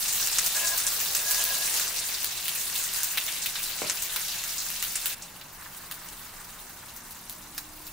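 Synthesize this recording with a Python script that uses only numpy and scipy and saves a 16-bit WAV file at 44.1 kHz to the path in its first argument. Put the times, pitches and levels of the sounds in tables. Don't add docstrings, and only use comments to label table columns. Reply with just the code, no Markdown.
import sys
import numpy as np
from scipy import signal
from scipy.io import wavfile

SR = 44100
rng = np.random.default_rng(int(sys.argv[2]) if len(sys.argv) > 2 else 0)


def generate_wav(sig):
    pcm = np.round(np.clip(np.atleast_2d(sig).T, -1, 1) * 32767).astype(np.int16)
    wavfile.write(sys.argv[1], SR, pcm)


N = 349272


def from_db(db):
    return 10 ** (np.asarray(db) / 20)


def rms_one(x):
    return x / np.sqrt(np.mean(x ** 2) + 1e-20)


def in_time(rows):
    t_s, *columns = np.transpose(rows)
    return [np.interp(np.arange(N) / SR, t_s, column) for column in columns]


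def at_hz(points, hz):
    table_hz, values = np.array(points)[:, :2].T
    return np.interp(np.log(hz), np.log(table_hz), values)


def drift(rate_hz):
    step = 40
    pole = np.exp(-2 * np.pi * rate_hz * step / SR)
    noise = rng.standard_normal(N // step + 2002)
    slow = signal.lfilter([1], [1, -2 * pole, pole ** 2], noise)[2000:]
    return np.interp(np.arange(N) / step, np.arange(len(slow)), rms_one(slow))


def band(x, low_hz, high_hz):
    edges_hz = [low_hz, min(high_hz, SR / 2.1)]
    return signal.sosfilt(signal.butter(2, edges_hz, "band", fs=SR, output="sos"), x)


def ring(x, hz, t60_s):
    radius = from_db(-60 / (t60_s * SR))
    angle = 2 * np.pi * hz / SR
    return signal.lfilter([0, np.sin(angle)], [1, -2 * radius * np.cos(angle), radius ** 2], x + 1e-18)


def narrow_noise(hz, width_hz):
    t60_s = np.log(1000) / (np.pi * width_hz)
    return rms_one(ring(rng.standard_normal(N), hz, t60_s))


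def wavering(hz, waver_hz, rate_hz):
    turns = np.cumsum(hz + waver_hz * drift(rate_hz)) / SR + rng.random()
    return rms_one(np.sin(2 * np.pi * turns) * from_db(1.8 * drift(rate_hz)))


def swell(middle_s, length_s):
    return np.cos(np.pi * np.clip((np.arange(N) / SR - middle_s) / length_s, -.5, .5))


def clicks(times_s, gains):
    out = np.zeros(N)
    np.add.at(out, np.minimum((np.asarray(times_s) * SR).astype(int), N - 1), gains)
    return out


# f/Hz, correlation
LIKENESS = [(60, 1), (150, 0.88), (380, 0.66), (950, 0.62), (2380, 0.83), (5980, 0.3), (15000, 0.18)]


def stereo(mid, side, hz):
    alike = np.clip(at_hz(LIKENESS, hz), 0, 1)
    return np.sqrt(1 + alike) * mid + np.sqrt(1 - alike) * side * [[1], [-1]]


def diffuse(hz):
    mid, side = rng.standard_normal((2, N))
    return stereo(mid, side, hz) / np.sqrt(2)


def tail(power, t60_s):
    fall = from_db(-120 / (t60_s * SR))
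    return np.sqrt(signal.lfilter([0, 1 - fall], [1, -fall], power + 1e-18))


# delay/s, left level/dB, right level/dB
ECHOES = [(.0026, -9, -38), (.0059, -11.5, -19), (.0118, -4, -11)]


def echoes(x):
    out = np.array([x, x])
    for k, (delay_s, left_db, right_db) in enumerate(ECHOES):
        lag, skew = round(delay_s * SR), k + 1
        out[0, lag + skew:] += from_db(left_db) * x[:-lag - skew]
        out[1, lag - skew:] += from_db(right_db) * x[:-lag + skew]
    return out


# f/Hz, density/dB per Hz
FAN_SPECTRUM = [(11, -31), (18, 12), (43, -2.5), (97, 1.5), (167, -2.5), (492, -8.5), (794, -3),
                (881, -0.5), (1480, -7), (1900, -7), (2110, -18), (2600, -30), (3380, -48), (5720, -120)]
# f/Hz, width/Hz, level/dB
FAN_TONES = [(173.5, 16.4, -63.5), (350, 14, -72)]
FAN_NOISE_DB = -51


def fan(patchy_db):
    air, edges_hz = 0, 18 * 2 ** np.arange(0, 8, .5)
    white = rng.standard_normal((2, 2, N))
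    for k, (low_hz, high_hz) in enumerate(zip(edges_hz, edges_hz[1:])):
        mid, side = band(white[k % 2], low_hz, high_hz)
        hz = np.sqrt(low_hz * high_hz)
        gain = from_db(at_hz(FAN_SPECTRUM, hz) + patchy_db * drift(9.3))
        air = air + gain * stereo(mid, side, hz)
    tones = sum(from_db(db) * narrow_noise(hz, width_hz) for hz, width_hz, db in FAN_TONES)
    return from_db(FAN_NOISE_DB) * rms_one(air) + tones


# t/s, level/dB
THROB = [(0.0, -56), (1.15, -60.5), (2.87, -64), (4.98, -60), (5.82, -71), (6.53, -58), (6.86, -75),
         (7.41, -58), (7.92, -67)]


def throb(hz, waver_hz):
    level_db, = in_time(THROB)
    return from_db(level_db) * wavering(hz, waver_hz, 3.5)


# middle t/s, length/s, level/dB, f/Hz
FAINT_TONES = [(2.5, 1.5, -65.5, 370), (6.05, 0.37, -68, 300), (6.18, .3, -61.5, 236),
               (7.206, 1.2, -62, 230), (7.75, 0.99, -58, 304)]


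def faint_tones(waver_hz):
    return sum(from_db(db) * swell(middle_s, length_s) * wavering(hz, waver_hz, 3.0)
               for middle_s, length_s, db, hz in FAINT_TONES)


# t/s, level/dB
TURNER = [(5.42, -74), (5.6, -50.5), (5.9, -54.5), (6.1, -55.5), (6.37, -53), (6.9, -57), (7.4, -59)]


def turner():
    level_db, = in_time([(0, -99)] + TURNER + [(8, -99)])
    rub = diffuse(930) * from_db(3.9 * drift(25.0))
    return from_db(level_db) * rms_one(band(rub, 980, 2000))


# t/s, level/dB
KNOCK = [(3.819, -23.5)]
# f/Hz, level/dB, t60/s
KNOCK_MODES = [(259, -19, 0.027), (613, -0.5, 0.013), (930, 1.5, 0.0037), (1430, -1, 0.0042),
               (2240, -1, 0.0093)]


def knocks(room_db, room_t60_s):
    times_s, levels_db = np.transpose(KNOCK)
    blows = clicks(times_s, from_db(levels_db))
    room = from_db(room_db) * tail(blows ** 2, room_t60_s) * diffuse(500)
    heard = echoes(blows) + room
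    modes = sum(from_db(db) * ring(heard, hz, t60_s) for hz, db, t60_s in KNOCK_MODES)
    return band(modes, 180, 3000)


# middle t/s, length/s, level/dB
DRAG_SLIPS = [(.572, 0.062, -37), (0.641, 0.07, -33), (0.688, .05, -38), (0.73, 0.057, -32.5),
              (0.863, 0.053, -37.5), (1.23, 0.18, -43), (1.308, 0.11, -39), (1.396, 0.11, -39.5),
              (1.475, .05, -37.5), (1.516, 0.052, -35), (1.587, 0.17, -39.5)]
# f/Hz, waver/Hz, level/dB
PAN_LOW_MODES = [(594, 22, -16), (678, 22, -17), (1010, 25, -14), (1654, 9, 0)]


def drag():
    slips = sum(from_db(db) * swell(middle_s, length_s) for middle_s, length_s, db in DRAG_SLIPS)
    return slips * sum(from_db(db) * wavering(hz, waver_hz, 32.3) for hz, waver_hz, db in PAN_LOW_MODES)


# t/s, level/dB
GURGLE = [(0, -55.5), (.55, -48), (1.9, -48), (2.1, -57), (3.0, -59.5), (3.4, -54), (7.92, -75)]


def gurgle(low_hz, high_hz):
    level_db, = in_time(GURGLE)
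    lumps = diffuse(700) * from_db(2.0 * drift(33.0))
    return from_db(level_db) * rms_one(band(lumps, low_hz, high_hz))


# f/Hz, width/Hz, level/dB
PAN_HIGH_MODES = [(2698, 29, 0), (2846, 20, -2), (2880, 17, -14), (3235, 15, -38.5), (3634, 17, 3.5),
                  (4015, 49, 2), (4580, 14, 5), (5520, 13, 2), (6320, 51, -5), (6600, 32, -11),
                  (6700, 18, -10), (7540, 33, -2.5)]


def ringing_steel(bursts):
    return sum(from_db(db) * signal.lfilter(*signal.iirpeak(hz, hz / width_hz, SR), bursts)
               for hz, width_hz, db in PAN_HIGH_MODES)


# low f/Hz, high f/Hz
SNAP_BANDS = [(1800, 6200), (3500, 8600), (6000, 15000), (10000, 31000)]
SNAPS_PER_S, SNAP_DB = 110, 12.0


def snaps(spread_db, wide):
    born = rng.random(N) < SNAPS_PER_S / SR
    size = from_db(spread_db * np.minimum(rng.exponential(1, N), 3.5)) * rng.choice([-1, 1], N)
    place = wide * rng.uniform(-1, 1, N)
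    drawn = rng.integers(0, len(SNAP_BANDS), N)
    train = born * size * from_db(in_time(FRYING)[0] + SNAP_DB)
    placed = echoes(train) + train * place * [[1], [-1]]
    hold = SR // 40
    colour = np.repeat(drawn[::hold], hold)[:N]
    return sum(band(placed * (colour == k) + 1e-18, *edges_hz) for k, edges_hz in enumerate(SNAP_BANDS))


SMALL_POPS = 40
SMALL_POP_DB, SMALL_POP_SPREAD_DB = 14, 9
SMALL_DULL_DB, SMALL_BRIGHT_DB, SMALL_SPATTER_DB = -17, -9.5, 4.5
SMALL_LOW_HZ, SMALL_HIGH_HZ = 2800, 9800


def small_pops():
    when, size, pitch = rng.random((SMALL_POPS, 3)).T
    at = (when * (N - 1)).astype(int)
    level_db = in_time(FRYING)[0][at] + SMALL_POP_DB + SMALL_POP_SPREAD_DB * (2 * size - 1)
    pitch_hz = SMALL_LOW_HZ * (SMALL_HIGH_HZ / SMALL_LOW_HZ) ** pitch
    return [(i / SR, db, SMALL_DULL_DB, SMALL_BRIGHT_DB, SMALL_SPATTER_DB, hz)
            for i, db, hz in zip(at, level_db, pitch_hz)]


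# t/s, level/dB before crack_db, dull part/dB re level, bright part/dB re level,
# spatter/dB re crack, f/Hz
POPS = [(0.081, -8, -18, -17, 10.5, 6300), (0.2728, -1, -14.5, -11, 1.5, 6940),
        (0.3853, 4.5, -15.5, -18, 3.5, 7200), (0.4626, -5.5, -16, -1.5, -3, 7800),
        (0.5646, -7.5, -18, -18, 12.5, 7360), (0.6716, -3.5, -28, -32, 8, 6500),
        (0.777, -10, -14, -5.5, 9.5, 8800), (0.8668, 2.5, -20, -20, 4, 8400),
        (1.0013, -11.5, -13, -8, 12, 6830), (1.149, -5.5, -16.5, -11.5, 11.5, 7040),
        (1.3097, -11.5, -14, -6, 12, 9700), (1.345, -8, -17, -16, 12, 5800),
        (1.44, -17.5, -25, 11.5, -6, 8980), (1.708, -12.5, -9.5, -14, 9, 5210),
        (1.7958, -6.5, -14.5, -10, 10.5, 7820), (1.9883, -11, -30, -27, 12, 8200),
        (2.141, -20, -16.5, -30, 19.5, 4640), (2.2453, -7.5, -9, 0, -16, 3680),
        (2.375, -17, -10, -22, 10, 4000), (2.4817, -8, -11, -3, 0, 3060), (2.551, -13, -17, -6, 7.5, 9740),
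        (2.755, -10, -26, -10.5, 7.5, 3630), (2.839, -5, -19, -12, 4.5, 8500),
        (2.9362, -10.5, -24, -6, 0, 9480), (3.033, -1, -18, -6, 2, 8340), (3.174, -10, -2.5, -6.5, 5, 3130),
        (3.281, -18, -13, -17, 12, 2840), (3.4216, -20.5, -31, -18, 19.5, 6640),
        (3.4599, -6, -24, -7, 2.5, 2600), (3.5553, -26.5, -3.5, -24, 19, 3670),
        (3.631, -5.5, -33, -16, 6.5, 9700), (3.898, 3.5, -13, -27, 0, 5960),
        (4.0213, -9.5, -34, -7.5, 10, 8360), (4.161, -11, -5, -5, 4.5, 4000),
        (4.283, -13, -23, -14, 8.5, 4080), (4.4389, -4, -15, -11, -1, 8100), (4.582, -5, -34, -26, 5, 6000),
        (4.703, -13.5, -4.5, -2, -3, 6570), (4.8257, -6.5, -10, -8, 2.5, 7540),
        (4.9554, -5, -16.5, -31, 7, 8000), (5.0582, -14, -2, 4.5, 3, 2800),
        (5.222, -17, -32.5, -41, 11, 6760), (5.4126, -25, -1, -13, 0.5, 3380),
        (5.628, -32, -12, 1, 4, 3380), (5.7655, -32, -17, 4, 7, 9900), (5.9126, -19, -5.5, -1.5, 5, 3600),
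        (5.943, -21, -17, -4, -1, 8930), (6.088, -14.5, -26, -24, -1, 7190),
        (6.9631, -24, -16, -3, 8, 7660), (7.1085, -25.5, -26, -2.5, 6, 5050),
        (7.297, -15.5, -36, -2.5, 0.5, 4100), (7.5798, -11.5, -8.5, -6.5, -0.5, 4250),
        (7.8688, -17.5, -22, -6.5, 1.5, 4840)]


def pops(crack_db, spatter_t60_s, spread):
    out, span = np.zeros((2, N + SR)), SR // 4
    first = clicks([0], 0.66)
    crack = echoes(first)[:, :span]
    dying = tail(first, spatter_t60_s)[:span]
    droplets = diffuse(3300) * from_db(2.4 * drift(76.0))
    for t_s, level_db, dull_db, bright_db, spatter_db, hz in POPS + small_pops():
        at = round(t_s * SR)
        spray = np.take(droplets, at + np.arange(span), axis=1, mode="wrap")
        burst = from_db(level_db + crack_db) * (crack + from_db(spatter_db) * dying * spray)
        body = from_db(-8.5) * np.sqrt(6000 / hz) * band(burst, hz / spread, hz * spread)
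        dull = from_db(dull_db) * band(burst, 1220, 4060)
        bright = from_db(bright_db) * band(burst, 9860, 27000)
        out[:, at:at + span] += body + dull + bright
    return out[:, :N]


# t/s, level/dB before trim, large bubbles/dB re level,
# small bubbles/dB re level
FRYING = [(0.0, -27, -7.5, 0), (0.5, -28, -2.5, 2.5), (1.2, -29, -4, 1.5), (1.8, -27.5, -3.5, 1),
          (1.95, -31, -1, 0), (2.65, -35, 0.5, 5), (2.85, -30.5, -2, 2.5), (3.2, -33.5, -0.5, 3.5),
          (4.1, -33.5, 1, 1.5), (4.9, -34, -3, 1.5), (5.144, -35.5, 3.5, 4.5), (5.151, -48, 4, 4),
          (5.5, -49.5, 2, 5.5), (5.8, -48, 2, 6.5), (6.45, -48, 2.5, 6.5), (7.0, -48, -1.5, 4.5),
          (7.92, -48.5, 1, 5.5)]
# f/Hz, density/dB per Hz
FIZZ_COLOUR = [(290, -39), (500, -37), (1000, -38), (1280, -30), (1620, -1.5), (1820, -6), (2730, -1),
               (3250, -2), (6510, 1), (10500, -2), (15100, -12), (16000, 18)]
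FIZZ_TRIM_DB, FIZZ_ROOM_T60_S = -10.5, 0.15


def fizz(per_s, cycles, spread_db, clump_db, wide, room_db):
    level_db, large_db, small_db = in_time(FRYING)
    out, together = np.zeros((2, N)), drift(10.0)
    busy = np.clip((level_db + 58.0) / 25.0, 0, 1)
    pitches_hz = np.geomspace(520, 15500, 22)
    for hz in pitches_hz:
        clump = from_db(clump_db * busy * (.5 * together + drift(14.0)))
        rate_per_s = per_s / len(pitches_hz) * np.sqrt(hz / 4000) * clump
        at = np.flatnonzero(rng.random(N) < rate_per_s / SR)
        size_draw, sign_draw, place_draw = rng.random((len(at), 3)).T
        size = from_db(spread_db * np.minimum(-np.log(size_draw), 5)) * np.sign(sign_draw - .5)
        place = wide * (2 * place_draw - 1)
        bursts = np.zeros((2, N))
        bursts[:, at] = size * np.array([1 + place, 1 - place])
        answer = from_db(room_db) * tail(np.mean(bursts ** 2, axis=0), FIZZ_ROOM_T60_S) * diffuse(hz)
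        rings = rms_one(ring(bursts + answer, hz, cycles / hz))
        octave = np.log2(hz / 6000)
        share_db = large_db * np.clip(-octave, 0, 1) + small_db * np.clip(octave, 0, 1)
        out += from_db(at_hz(FIZZ_COLOUR, hz) + share_db) * np.sqrt(hz / 6000) * rings
    return band(from_db(level_db + FIZZ_TRIM_DB) * out, 717, SR / 2)


# t/s, left gain/dB (right takes the opposite)
PAN_LEAN = [(0, 0.2), (5.14, 0.4), (5.15, 0), (8, 0)]
FAN_LEAN_DB = -0.23


def scene():
    behind = from_db([[FAN_LEAN_DB], [-FAN_LEAN_DB]]) * fan(patchy_db=-0.3)
    behind = behind + throb(hz=28.5, waver_hz=2.48) + faint_tones(waver_hz=1.57)
    bursts = fizz(per_s=7000, cycles=13.2, spread_db=4.0, clump_db=2.5, wide=1.0, room_db=4.0)
    bursts = bursts + pops(crack_db=15.5, spatter_t60_s=.13, spread=1.32)
    bursts = bursts + snaps(spread_db=3.0, wide=.4)
    pan = bursts + ringing_steel(bursts) + gurgle(370, 1500)
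    pan = pan + echoes(drag()) + turner() + knocks(room_db=3.0, room_t60_s=0.34)
    lean_db, = in_time(PAN_LEAN)
    return pan * from_db([lean_db, -lean_db]) + behind


def record(dry):
    return signal.sosfilt(signal.cheby2(20, 60, 16050, fs=SR, output="sos"), dry)


dry = scene()
out = record(dry)
generate_wav(out)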